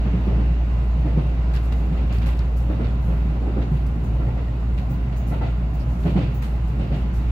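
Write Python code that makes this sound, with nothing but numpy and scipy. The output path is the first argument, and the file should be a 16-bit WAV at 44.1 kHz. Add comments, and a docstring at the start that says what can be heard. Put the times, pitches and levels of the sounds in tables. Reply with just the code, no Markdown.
"""A drone near 58 Hz over wheel roar, inside an electric train car running along the line.
Axles thud over rail joints, mostly in pairs; loose fittings rattle, small metal parts tinkle and scuff,
a trim panel snaps and a rubbing part squeaks. The drone, tinkles, snaps and squeaks are sums of sines;
rolling, rattles and scuffs are shaped noise; blows mix shaped noise with a pitched floor boom."""
import sys
import numpy as np
from scipy import signal
from scipy.fft import rfft, irfft, next_fast_len
from scipy.io import wavfile
from scipy.ndimage import uniform_filter1d, map_coordinates

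SR = 44100
rng = np.random.default_rng(int(sys.argv[2]) if len(sys.argv) > 2 else 0)


def bounce(signal):
    """Save signal as a 16-bit WAV file at the path given by the first command-line argument."""
    frames = np.transpose(np.atleast_2d(signal))
    limited = np.clip(frames, -1, 1)
    pcm = np.round(limited * 32767).astype(np.int16)
    wavfile.write(sys.argv[1], SR, pcm)


N = 322355
T = np.arange(N) / SR

# Drone level as the train works. Each row: time in seconds, level in dB.
DRONE_S_DB = [(0, -17.5), (2.1, -18.5), (3.3, -20.5), (5.6, -22.5), (7.31, -21.5)]
DRONE_HZ, HUM_TRIM_DB = 58.0, -0.88
# A weaker hum that beats against the drone.
BEAT_HZ, BEAT_START_DB, BEAT_GROWTH_DB_PER_S = 50.2, -48, 1.84

CRUISE_DB = -21  # drone level at which the rolling noise has the levels below
RUMBLE_DB, ROAR_DB = -28, -40
ROAR_DB_PER_DRONE_DB, WORN_DB_PER_DRONE_DB = 0.35, 0.78
# The car sways and the rumble swells with it: period, first crest, swing either way.
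SWAY_S, SWAY_PEAK_S, SWAY_DB = 0.948, 0.24, 1
# Hiss through the windows. Each row: time in seconds, level in dB.
HISS_S_DB = [(0, -47), (0.8, -49), (1.45, -48.5), (2.0, -50), (2.55, -51), (3.3, -50.5), (4.1, -52),
             (4.6, -51.5), (5.0, -51), (5.9, -52), (6.7, -51), (7.31, -49)]

# Two axles of a bogie crossing a rail joint. Each row: start in seconds, axle gap in seconds,
# strength in dB, second axle in dB, floor boom in dB, boom pitch in Hz, hardness in dB,
# wheel ring in dB, clank in dB; second axle, boom, ring and clank are relative to the strength.
JOINTS = [(0.267, .11, -40, -2.5, 20, 185, -3.5, -19, -15),
          (1.048, .113, -37.5, 0, 11.5, 147.8, -2, -7, -12), (1.797, 0.112, -44.5, 3, 23, 160, 2, -11, -8),
          (2.689, .101, -34, 0, 7.5, 200, 0, -14, -15), (3.458, 0.104, -39, 2.5, 10.5, 195, -2, -22, -14.5),
          (4.19, 0.076, -40.5, -0.5, 18, 127.6, 0, -1.5, -15),
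          (5.31, 0.098, -35.5, 2.5, 7, 147.3, 2, 0.5, -10),
          (6.05, 0.104, -32, 2.5, 17.5, 176, 0, -11, -8.5),
          (6.786, 0.12, -36, 1.5, 15.5, 139, 2, -15, -8.5)]
# Single blows: lone jolts, and extra boom or knock under some joint axles and a rattle.
# Each row: start in seconds, strength in dB, floor boom in dB, boom pitch in Hz, hardness in dB,
# wheel ring in dB, clank in dB; boom, ring and clank are relative to the strength.
SINGLE_BLOWS = [(0.053, -38.5, 14, 200.7, 0.5, -18, -24), (0.137, -37, 21, 177.4, 1.5, -17, -18),
                (0.99, -50, 26.5, 155.6, 2, -14, -19), (1.171, -40.5, 23.5, 150, 2.5, -7, -18),
                (1.966, -39.5, 6, 165, 3, -4, -7.5), (2.086, -36, 3.5, 150, 4, -11, -6.5),
                (2.258, -37.5, 6, 153.5, 3, -4.5, -7), (3.082, -36, 17.5, 158.4, 1.5, -10, -16),
                (3.293, -47, 25.5, 170, -0.5, -19, -19), (3.411, -40.5, 0, 160, -1, -15, -20),
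                (3.714, -43.5, 30, 145, 3, -19, -6.5), (4.362, -39, 8, 139, 0, -8, -11),
                (4.907, -46, 25, 125.8, 6, -13, -16), (6.205, -41, 12.5, 160, 2.5, -12, -6),
                (6.802, -50, 32.5, 139.8, 3, -15, -12)]
# Offsets from a blow's strength; a hard blow thuds and knocks less.
THUD_DB, KNOCK_DB, CLANK_DB = 5.5, -2.1, -2.3
THUD_DB_PER_HARD_DB, KNOCK_DB_PER_HARD_DB = -2, -0.51
# Underframe shake: level after the heaviest blow, growth with strength.
HEAVE_DB, HEAVE_DB_PER_STRENGTH_DB = -18.5, 3.1
# Overtones of the floor boom. Each row: multiple of its pitch (no unit), level in dB.
FLOOR_OVERTONES_DB = [(1.63, -17.5), (2.45, -23)]
# Resonances of a struck wheel. Each row: frequency in Hz, width in Hz, level in dB.
WHEEL_HZ_DB = [(695, 54, 1), (892, 110, -6.5), (1350, 100, -11), (1820, 90, -22), (2000, 90, -18.5)]
# Roar surge over rail battered around each joint.
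WORN_DB, WORN_WIDTH_S = -42, 0.15

# Loose fittings. Each row: start in seconds, level in dB, brightness in dB, t60 in seconds, tick in dB.
RATTLES = [(1.537, -46, -4, 0.2, -41), (1.552, -53.5, -13, 0.07, -47), (1.566, -46, -10.5, 0.09, -46.5),
           (1.722, -45.5, -6.5, .11, -44.5), (2.126, -50.5, -3, 0.43, -38), (2.145, -55.5, -4, .4, -55),
           (2.186, -60, -8, 0.069, -49.5), (2.216, -52, -9.5, 0.5, -56), (2.225, -57.5, -5.5, 0.14, -50),
           (2.26, -44.5, -4.5, 0.27, -44), (2.28, -51.5, -4, .2, -44.5), (2.369, -60, 5, .08, -56),
           (2.392, -58, -13.5, 0.29, -38.5), (2.565, -57, 4.5, 0.41, -54), (2.843, -56, -14, 0.3, -56),
           (3.865, -54.5, 1.5, 0.11, -48), (4.777, -50, -7.5, 0.25, -56), (3.618, -55, -14.5, 0.14, -58),
           (5.125, -58.5, -13, 0.25, -68), (5.793, -58.5, -1, 0.33, -58), (6.03, -62.5, -15.5, 0.49, -62),
           (6.066, -64, -12, 0.37, -54.5), (6.42, -44.5, -4, 0.36, -48.5), (6.67, -57, -1, 0.33, -60),
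           (6.94, -58, -9.5, 0.25, -60)]
# Fine shiver of the fittings: at rest, just after the loudest rattle, t60 of that stir.
SHIVER_DB, STIRRED_DB, SETTLE_T60_S = -67.5, -65, 1.7
# A trim panel snapping, dry. Each row: start in seconds, peak in dB.
SNAPS_S_DB = [(1.554, -32.5), (1.564, -29), (1.5732, -39), (1.725, -38), (2.186, -31.5), (2.3922, -35)]
# Modes of the panel. Each row: nominal frequency in Hz, level in dB, t60 in seconds.
SNAP_MODES = [(3130, -2.5, .005), (4460, 3, 0.0046), (6900, -9.5, .003), (12000, -20, .003)]
# Things shifting softly. Each row: start in seconds, level in dB, t60 in seconds,
# lower rasp relative to upper in dB, before the offsets below.
SCUFFS = [(1.753, -59, 0.26, -2), (3.005, -61.5, 1.0, -5), (3.7, -66, 0.94, -5), (5.266, -50, .29, -4),
          (5.88, -63.5, 0.67, 2), (6.0, -62, 0.99, -2.5), (6.94, -60.5, 0.3, 1), (7.13, -54.5, 0.33, 1)]
UPPER_RASP_DB, LOWER_RASP_DB = 3.0, 3.5  # offsets from a scuff's level
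# Metal parts slide just before they touch and ring.
SLIDE_DB, SLIDE_LEAD_S, SLIDE_T60_S = -57.5, 0.011, 0.24
# Small metal parts. Each row: start in seconds, level in dB,
# tilt towards the high modes in dB per octave, ring time relative to the free ring (no unit).
TINKLES = [(1.639, -68, -5, 1), (4.039, -63, -8, 1), (4.901, -48, 5, 1), (5.163, -54, -6, 1.2),
           (5.741, -48, 6, .4), (5.996, -67.5, -3, .7), (6.342, -51.5, 0, 1)]
# Modes of the metal parts. Each row: frequency in Hz, level in dB, free t60 in seconds.
METAL_MODES = [(4800, -18, .3), (6470, -12.5, 0.46), (6700, -10.5, 0.36), (8500, -11, 0.16),
               (12350, -19, 0.27), (12650, -9, 0.25), (15210, -14.5, .2), (15480, 2, .27), (15540, -7, .27),
               (15630, -13, .2)]
# A rubbing part. Each row: start in seconds, length in seconds, initial pitch in Hz, level in dB,
# roughness as phase scatter in radians.
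SQUEAKS = [(4.255, .07, 1870, -56, .4), (4.472, 0.032, 1865, -50.5, .3), (5.785, .06, 4800, -56, 2.6)]
SQUEAK_RISE_HZ_PER_S = 900

# Noise spectra: rumble, roar, hiss, battered rail. Each row: frequency in Hz, relative dB per Hz.
RUMBLE_HZ_DB = [(22, -19), (33, -6), (45, -8), (70, 3.5), (88, -7.5), (115, 2), (160, -1.5), (200, -6.5),
                (260, -13), (400, -31.5)]
ROAR_HZ_DB = [(150, -41), (260, -2.5), (330, -0.5), (450, -7), (720, -6), (900, -8.5), (1150, -12.5),
              (1400, -14), (1700, -24.5), (2600, -54), (5000, -56.5)]
HISS_HZ_DB = [(1000, -6.5), (1900, 1.5), (2800, -1), (3300, -6), (4300, -10), (5600, -16.5), (6800, -21),
              (8800, -43), (15000, -38)]
WORN_HZ_DB = [(130, -9), (200, 4.5), (330, -3.5), (500, -10), (800, -12.5), (1400, -29)]
# Noise spectra of blows: panel thud and knock, bogie clank, underframe heave.
# Each row: frequency in Hz, relative dB per Hz.
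THUD_HZ_DB = [(120, -28.5), (210, 0), (300, 1.5), (420, -8.5), (540, -14), (800, -24), (2000, -54)]
KNOCK_HZ_DB = [(350, -16), (520, -3.5), (720, -8.5), (900, -14), (1150, -16), (2500, -28.5)]
CLANK_HZ_DB = [(500, -20), (1000, -15.5), (1400, -4), (2700, 3), (4300, -7), (5800, -19), (9000, -25.5)]
HEAVE_HZ_DB = [(70, -14), (95, -2.5), (125, -4.5), (150, -10.5)]
# Noise spectra of fittings: first contact, high and low chatter, shiver.
# Each row: frequency in Hz, relative dB per Hz.
TICK_HZ_DB = [(1500, -21), (3000, -9), (4500, 7.5), (6500, 0.5), (9000, -15), (13000, -12), (15500, -22)]
CLICK_HZ_DB = [(2500, -15), (5000, 1.5), (7200, 2), (9000, -2), (12500, 2), (15500, -2.5)]
CLACK_HZ_DB = [(500, -9), (1300, 10), (2500, 5), (4200, -0.5), (6000, -14.5), (9000, -28)]
SHIVER_HZ_DB = [(4500, -26.5), (7000, 2), (9000, -6.5), (11000, -4), (12700, -3), (14200, -4.5),
                (15600, -18)]
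# Noise spectra of the scuffs' two rasps. Each row: frequency in Hz, relative dB per Hz.
SCUFF_LOW_HZ_DB = [(4000, -2), (7000, 1), (8600, -7), (10000, -18)]
SCUFF_HIGH_HZ_DB = [(7000, -20), (8800, -9.5), (10200, -5.5), (12300, -1.5), (13200, -3), (14200, -11.5),
                    (15600, -7.5)]

# Left-right likeness of the noise. Each row: frequency in Hz, correlation (no unit).
LIKENESS = [(40, 0.98), (110, 0.96), (180, 1), (350, 0.8), (700, .5), (1200, -0.043), (2500, -0.057),
            (8000, 0.011), (13000, -0.1)]
# Balance of the ears. Each row: frequency in Hz, left minus right in dB.
BALANCE_HZ_DB = [(60, -0.5), (92, -0.5), (140, -0.5), (210, -2), (330, -3), (500, 0.0), (770, 2.5),
                 (1170, -0.5), (1790, -3), (2740, -2), (4190, -2), (6410, 3), (9810, 0.5), (15000, -0.5)]
# Peaks and dips of the cabin and its panels. Each row: frequency in Hz, width in Hz, lift in dB.
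CABIN_HZ_DB = [(186, 42, 0.5), (280, 21, 1), (366, 7.9, -1.5), (413, 25, 3), (533, 23, 2), (703, 24, 0),
               (958, 30, -5), (1420, 58, 1), (2010, 52, 2.5), (2220, 320, 0), (2550, 55, 3),
               (2770, 110, 3.5), (3220, 400, -1), (3730, 240, 1.6), (4500, 89, 4)]
BAND_LIMIT_HZ = 15850


def amp(db):
    """Decibels to gain."""
    return 10 ** (np.asarray(db) / 20)


def unit(x):
    """Scaled to rms 1."""
    return x / np.sqrt(np.mean(x ** 2) + 1e-20)


def along(points, hz):
    """(Hz, value) points interpolated on a log axis."""
    f, v = np.transpose(points)
    return np.interp(np.log(hz + 1), np.log(f + 1), v)


def over_time(points):
    """(s, value) points interpolated at every sample."""
    s, v = np.transpose(points)
    return np.interp(T, s, v)


def wobble(rate_hz):
    """A smooth random curve of rms 1, rate_hz knots a second."""
    knots = rng.standard_normal(4096)
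    return unit(map_coordinates(knots, [T * rate_hz + 2], mode="wrap"))


def filtered(x, response):
    """x times a response of frequency."""
    m = next_fast_len(N + 8192)
    return irfft(rfft(x, m) * response(np.fft.rfftfreq(m, 1 / SR)), m)[..., :N]


def cabin_noise(spectrum):
    """Diffuse stereo noise of rms 1: alike at both ears in the bass, unrelated in the treble."""
    closed = [(spectrum[0][0] / 2, -90), *spectrum, (spectrum[-1][0] * 2, -120)]

    def response(hz):
        turn = np.arccos(np.clip(along(LIKENESS, hz), -1, 1)) / 2
        return amp(along(closed, hz)) * [np.cos(turn), np.sin(turn)]

    mid, side = filtered(rng.standard_normal((2, N)), response)
    return unit(np.array([mid + side, mid - side]))


def patchy(x, depth_db):
    """x with gains that drift by patches of time and frequency, scaled to rms 1."""
    z = signal.stft(x, nperseg=512)[2]
    field = uniform_filter1d(rng.standard_normal(z.shape[1:]), size=5, axis=0)
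    field = uniform_filter1d(field, size=14, axis=1)
    return unit(signal.istft(z * amp(depth_db * unit(field)), nperseg=512)[1][:, :N])


def even(x, size):
    """Noise with its slow swells evened out over size samples, so each blow has its given strength."""
    power = uniform_filter1d(np.mean(x ** 2, axis=0), size)
    return x / np.sqrt(np.abs(power) + 1e-9)


def blows(times_s, levels_db, t60, attack, hold=0):
    """Envelope of blows that swell, hold and die away (all in seconds); their powers add."""
    power, t = np.zeros(N + SR), np.arange(SR) / SR
    fading = np.maximum(t - hold, 0)
    swell = 1 - np.exp(-t / attack)
    for s, db, life in zip(times_s, levels_db, np.broadcast_to(t60, len(times_s))):
        envelope = amp(db - 60 * fading / max(life, .005)) * swell
        power[max(round(s * SR), 0):][:SR] += envelope ** 2
    return np.sqrt(power[:N])


def drone():
    """Underfloor machinery: a clean hum, a weaker one beating with it, a wavering octave, a thin whine."""
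    phase = 2 * np.pi * DRONE_HZ * T
    ear_phase = .03 * np.array([[-1], [1]])
    hum = amp(over_time(DRONE_S_DB) + HUM_TRIM_DB + 0.8 * wobble(5.5)) * np.sin(phase + ear_phase)
    beat_phase = 2 * np.pi * BEAT_HZ * T + 0.7 * wobble(2)
    beat = amp(BEAT_START_DB + BEAT_GROWTH_DB_PER_S * T) * np.sin(beat_phase)
    octave = amp(-36.5 + 3 * wobble(5)) * np.sin(2 * phase + 1.5 * wobble(5.5))
    whine_hz = 1007
    flutter = np.array([wobble(14), wobble(14)])
    whine = amp(-58.5 + 2.3 * wobble(7.8)) * np.sin(2 * np.pi * whine_hz * T + flutter)
    return np.sqrt(2) * (hum + beat + octave + whine)


def rolling():
    """Wheels on rough rail: rumble through the floor, roar through the walls, hiss through the windows."""
    effort_db = over_time(DRONE_S_DB) - CRUISE_DB
    sway = np.cos(2 * np.pi * (T - SWAY_PEAK_S) / SWAY_S)
    surface = wobble(11)
    rumble_db = RUMBLE_DB + SWAY_DB * sway + 0.16 * surface
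    rumble = amp(rumble_db) * even(cabin_noise(RUMBLE_HZ_DB), size=12000)
    roar_db = ROAR_DB + ROAR_DB_PER_DRONE_DB * effort_db + 0.5 * surface
    roar = amp(roar_db) * even(patchy(cabin_noise(ROAR_HZ_DB), depth_db=1.0), size=5000)
    hiss_db = over_time(HISS_S_DB) + 0.4 * surface
    hiss = amp(hiss_db) * patchy(cabin_noise(HISS_HZ_DB), depth_db=1.0)
    return rumble + roar + hiss


def shiver():
    """Fine high fizz of the fittings, stirred up by each rattle and then settling."""
    s, db, *_ = np.transpose(RATTLES)
    stirred = blows(s, STIRRED_DB + db - db.max(), SETTLE_T60_S, attack=.03)
    fizz = unit(patchy(cabin_noise(SHIVER_HZ_DB), depth_db=2.5) * amp(1.2 * wobble(150)))
    return np.hypot(amp(SHIVER_DB), stirred) * fizz


def all_blows():
    """Two blows for each joint, then the single blows, with the columns of SINGLE_BLOWS."""
    axles = []
    for s, gap, db, second_db, *colour in JOINTS:
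        axles += [(s, db, *colour), (s + gap, db + second_db, *colour)]
    return np.transpose(axles + SINGLE_BLOWS)


def floor_boom(times_s, levels_db, pitches_hz):
    """The floor rings low and briefly, at a pitch that depends on where it is shaken."""
    waver = 0.6 * wobble(55)
    boom = np.zeros(N)
    for s, db, hz in zip(times_s, levels_db, pitches_hz):
        phase = 2 * np.pi * (hz * T + rng.random()) + waver
        tone = np.sin(phase)
        for multiple, overtone_db in FLOOR_OVERTONES_DB:
            tone += amp(overtone_db) * np.sin(multiple * phase)
        boom += blows([s], [db], t60=0.19, attack=0.0036) * tone
    return np.sqrt(2) * boom


def wheel_ring():
    """Hollow, evened ringing: noise in the narrow resonances of the wheel."""
    def resonances(f):
        return sum(amp(db) / (1 + (2 * (f - hz) / width) ** 2) for hz, width, db in WHEEL_HZ_DB)

    return even(filtered(rng.standard_normal((2, N)), resonances), size=1500)


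def joints_and_single_blows():
    """At each blow the floor booms and heaves, panels thud and knock, the wheel rings, the bogie clanks."""
    s, db, boom_db, boom_hz, hard_db, ring_db, clank_db = all_blows()
    boom = floor_boom(s, db + boom_db, boom_hz)
    thud_db = db + THUD_DB + THUD_DB_PER_HARD_DB * hard_db
    thud = blows(s, thud_db, t60=0.44, attack=0.003, hold=0.012)
    thud = thud * even(cabin_noise(THUD_HZ_DB), size=900)
    knock_db = db + KNOCK_DB + KNOCK_DB_PER_HARD_DB * hard_db
    knock = blows(s, knock_db, t60=0.33, attack=0.0069, hold=0.029)
    knock = knock * even(cabin_noise(KNOCK_HZ_DB), size=900)
    ring = blows(s, db + ring_db, t60=0.3, attack=0.005, hold=0.028) * wheel_ring()
    # comes round the outside and in by the windows, so it swells a little later
    clank = blows(s + 0.0032, db + clank_db + CLANK_DB, t60=0.54, attack=0.013, hold=0.029)
    clank = clank * unit(cabin_noise(CLANK_HZ_DB) * amp(1.4 * wobble(120)))
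    heave_db = HEAVE_DB + HEAVE_DB_PER_STRENGTH_DB * (db - db.max())
    heave = blows(s, heave_db, t60=0.56, attack=0.01) * even(cabin_noise(HEAVE_HZ_DB), size=2500)
    return boom + heave + thud + knock + ring + clank


def worn_rail():
    """The roar swells and sinks as the bogie runs over the battered rail ends."""
    nearness = sum(np.exp(-((T - s - gap / 2) / WORN_WIDTH_S) ** 2) for s, gap, *_ in JOINTS)
    effort_db = over_time(DRONE_S_DB) - CRUISE_DB
    level = amp(WORN_DB + WORN_DB_PER_DRONE_DB * effort_db)
    return level * nearness * even(cabin_noise(WORN_HZ_DB), size=1500)


def rattles():
    """Each fitting ticks sharply, then chatters unevenly; the cabin smears it into a short tail."""
    s, db, bright_db, t60, tick_db = np.transpose(RATTLES)
    chatter = amp(2.0 * wobble(260) + 2.6 * wobble(1500))
    tick = blows(s, tick_db, t60=0.011, attack=0.00027) * even(cabin_noise(TICK_HZ_DB), size=100)
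    click = blows(s, db + bright_db - .3, t60, attack=0.0019)
    click = click * even(np.sqrt(chatter) * cabin_noise(CLICK_HZ_DB), size=1200)
    clack = blows(s, db - bright_db + .5, t60, attack=0.00098)
    clack = clack * even(chatter * cabin_noise(CLACK_HZ_DB), size=700)
    return tick + click + clack


def snaps():
    """Panel modes, slightly detuned at each ear, die within milliseconds."""
    out, t = np.zeros((2, N)), np.arange(SR // 50) / SR
    for s, peak_db in SNAPS_S_DB:
        ring = 0
        for hz, db, t60 in SNAP_MODES:
            detune = np.exp(0.063 * rng.standard_normal((2, 1)))
            ring = ring + amp(db - 60 * t / t60) * np.sin(2 * np.pi * hz * t * detune)
        out[:, round(s * SR):][:, :len(t)] += amp(peak_db) * ring / np.abs(ring).max()
    return out


def scuffs():
    """Brief sliding contacts: a grainy, high rasp with a soft start."""
    slides = [(s - SLIDE_LEAD_S, SLIDE_DB, SLIDE_T60_S, 0) for s, *_ in TINKLES]
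    s, db, t60, low_db = np.transpose(SCUFFS + slides)
    grain = amp(1.6 * wobble(400))
    upper = blows(s, db + UPPER_RASP_DB, t60, attack=0.022)
    upper = upper * unit(grain * cabin_noise(SCUFF_HIGH_HZ_DB))
    lower = blows(s, db + low_db + LOWER_RASP_DB, t60, attack=0.02)
    lower = lower * unit(grain * cabin_noise(SCUFF_LOW_HZ_DB))
    return upper + lower


def tinkles():
    """Small metal parts touch and ring in decaying modes; a harder touch favours the high modes."""
    out, t = np.zeros((2, N + SR)), np.arange(SR // 4) / SR
    hz, mode_db, t60 = np.transpose(METAL_MODES)[:, :, None]
    ears_modes = (2, len(hz), 1)
    for s, db, tilt_db, free in TINKLES:
        start_db = mode_db + tilt_db * np.log2(hz / hz.max()) + 2 * rng.standard_normal(ears_modes)
        strength = amp(start_db - 60 * t / (t60 * max(free, .1)))
        wander = 0.1 * np.cumsum(rng.standard_normal(strength.shape), axis=-1)
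        phase = 2 * np.pi * (hz * t + rng.random(ears_modes)) + wander
        ring = np.sum(strength * np.sin(phase), axis=1)
        out[:, round(s * SR):][:, :len(t)] += amp(db) * (1 - np.exp(-t / .004)) * ring
    return out[:, :N]


def squeaks():
    """A thin unsteady tone swells, rises and stops; phase scatter spreads a rough one into noise."""
    out = np.zeros((2, N))
    waver = np.array([wobble(500), wobble(500)])
    for s, length, hz, db, rough in SQUEAKS:
        t = np.clip(T - s, 0, length)
        phase = 2 * np.pi * (hz + .5 * SQUEAK_RISE_HZ_PER_S * t) * t + rough * waver
        out += amp(db) * np.sin(np.pi * t / length) * np.sin(phase)
    return np.sqrt(2) * out


def near_walls(x, echo_db):
    """Window, roof and seat backs return weak early copies that comb the middle and the treble."""
    delays = (rng.uniform(.004, .03, (8, 2)) * SR).astype(int)
    bright = signal.sosfilt(signal.butter(1, 600, "high", fs=SR, output="sos"), x)
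    copies = np.zeros((2, N))
    for ear in range(2):
        for delay in delays[:, ear]:
            copies[ear] += np.pad(bright[ear], (delay, 0))[:N]
    return (x + amp(echo_db) * copies / np.sqrt(len(delays))) / np.sqrt(1 + amp(echo_db) ** 2)


def cabin_colour(hz):
    """Panel resonances, and the near window favouring one side or the other by band."""
    db = sum(lift / (1 + (2 * (hz - centre) / width) ** 2) for centre, width, lift in CABIN_HZ_DB)
    return amp(db + np.outer([.5, -.5], along(BALANCE_HZ_DB, hz)))


def scene():
    """All sources as heard from a window seat."""
    running = rolling() + shiver() + joints_and_single_blows() + worn_rail()
    contacts = rattles() + snaps() + scuffs() + squeaks()
    echoed = near_walls(running + contacts, echo_db=-14.5)
    return filtered(drone() + echoed + tinkles(), cabin_colour)


def record(dry):
    """Nothing is kept above the band limit."""
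    return filtered(dry, lambda hz: hz < BAND_LIMIT_HZ)


dry = scene()
out = record(dry)
bounce(out)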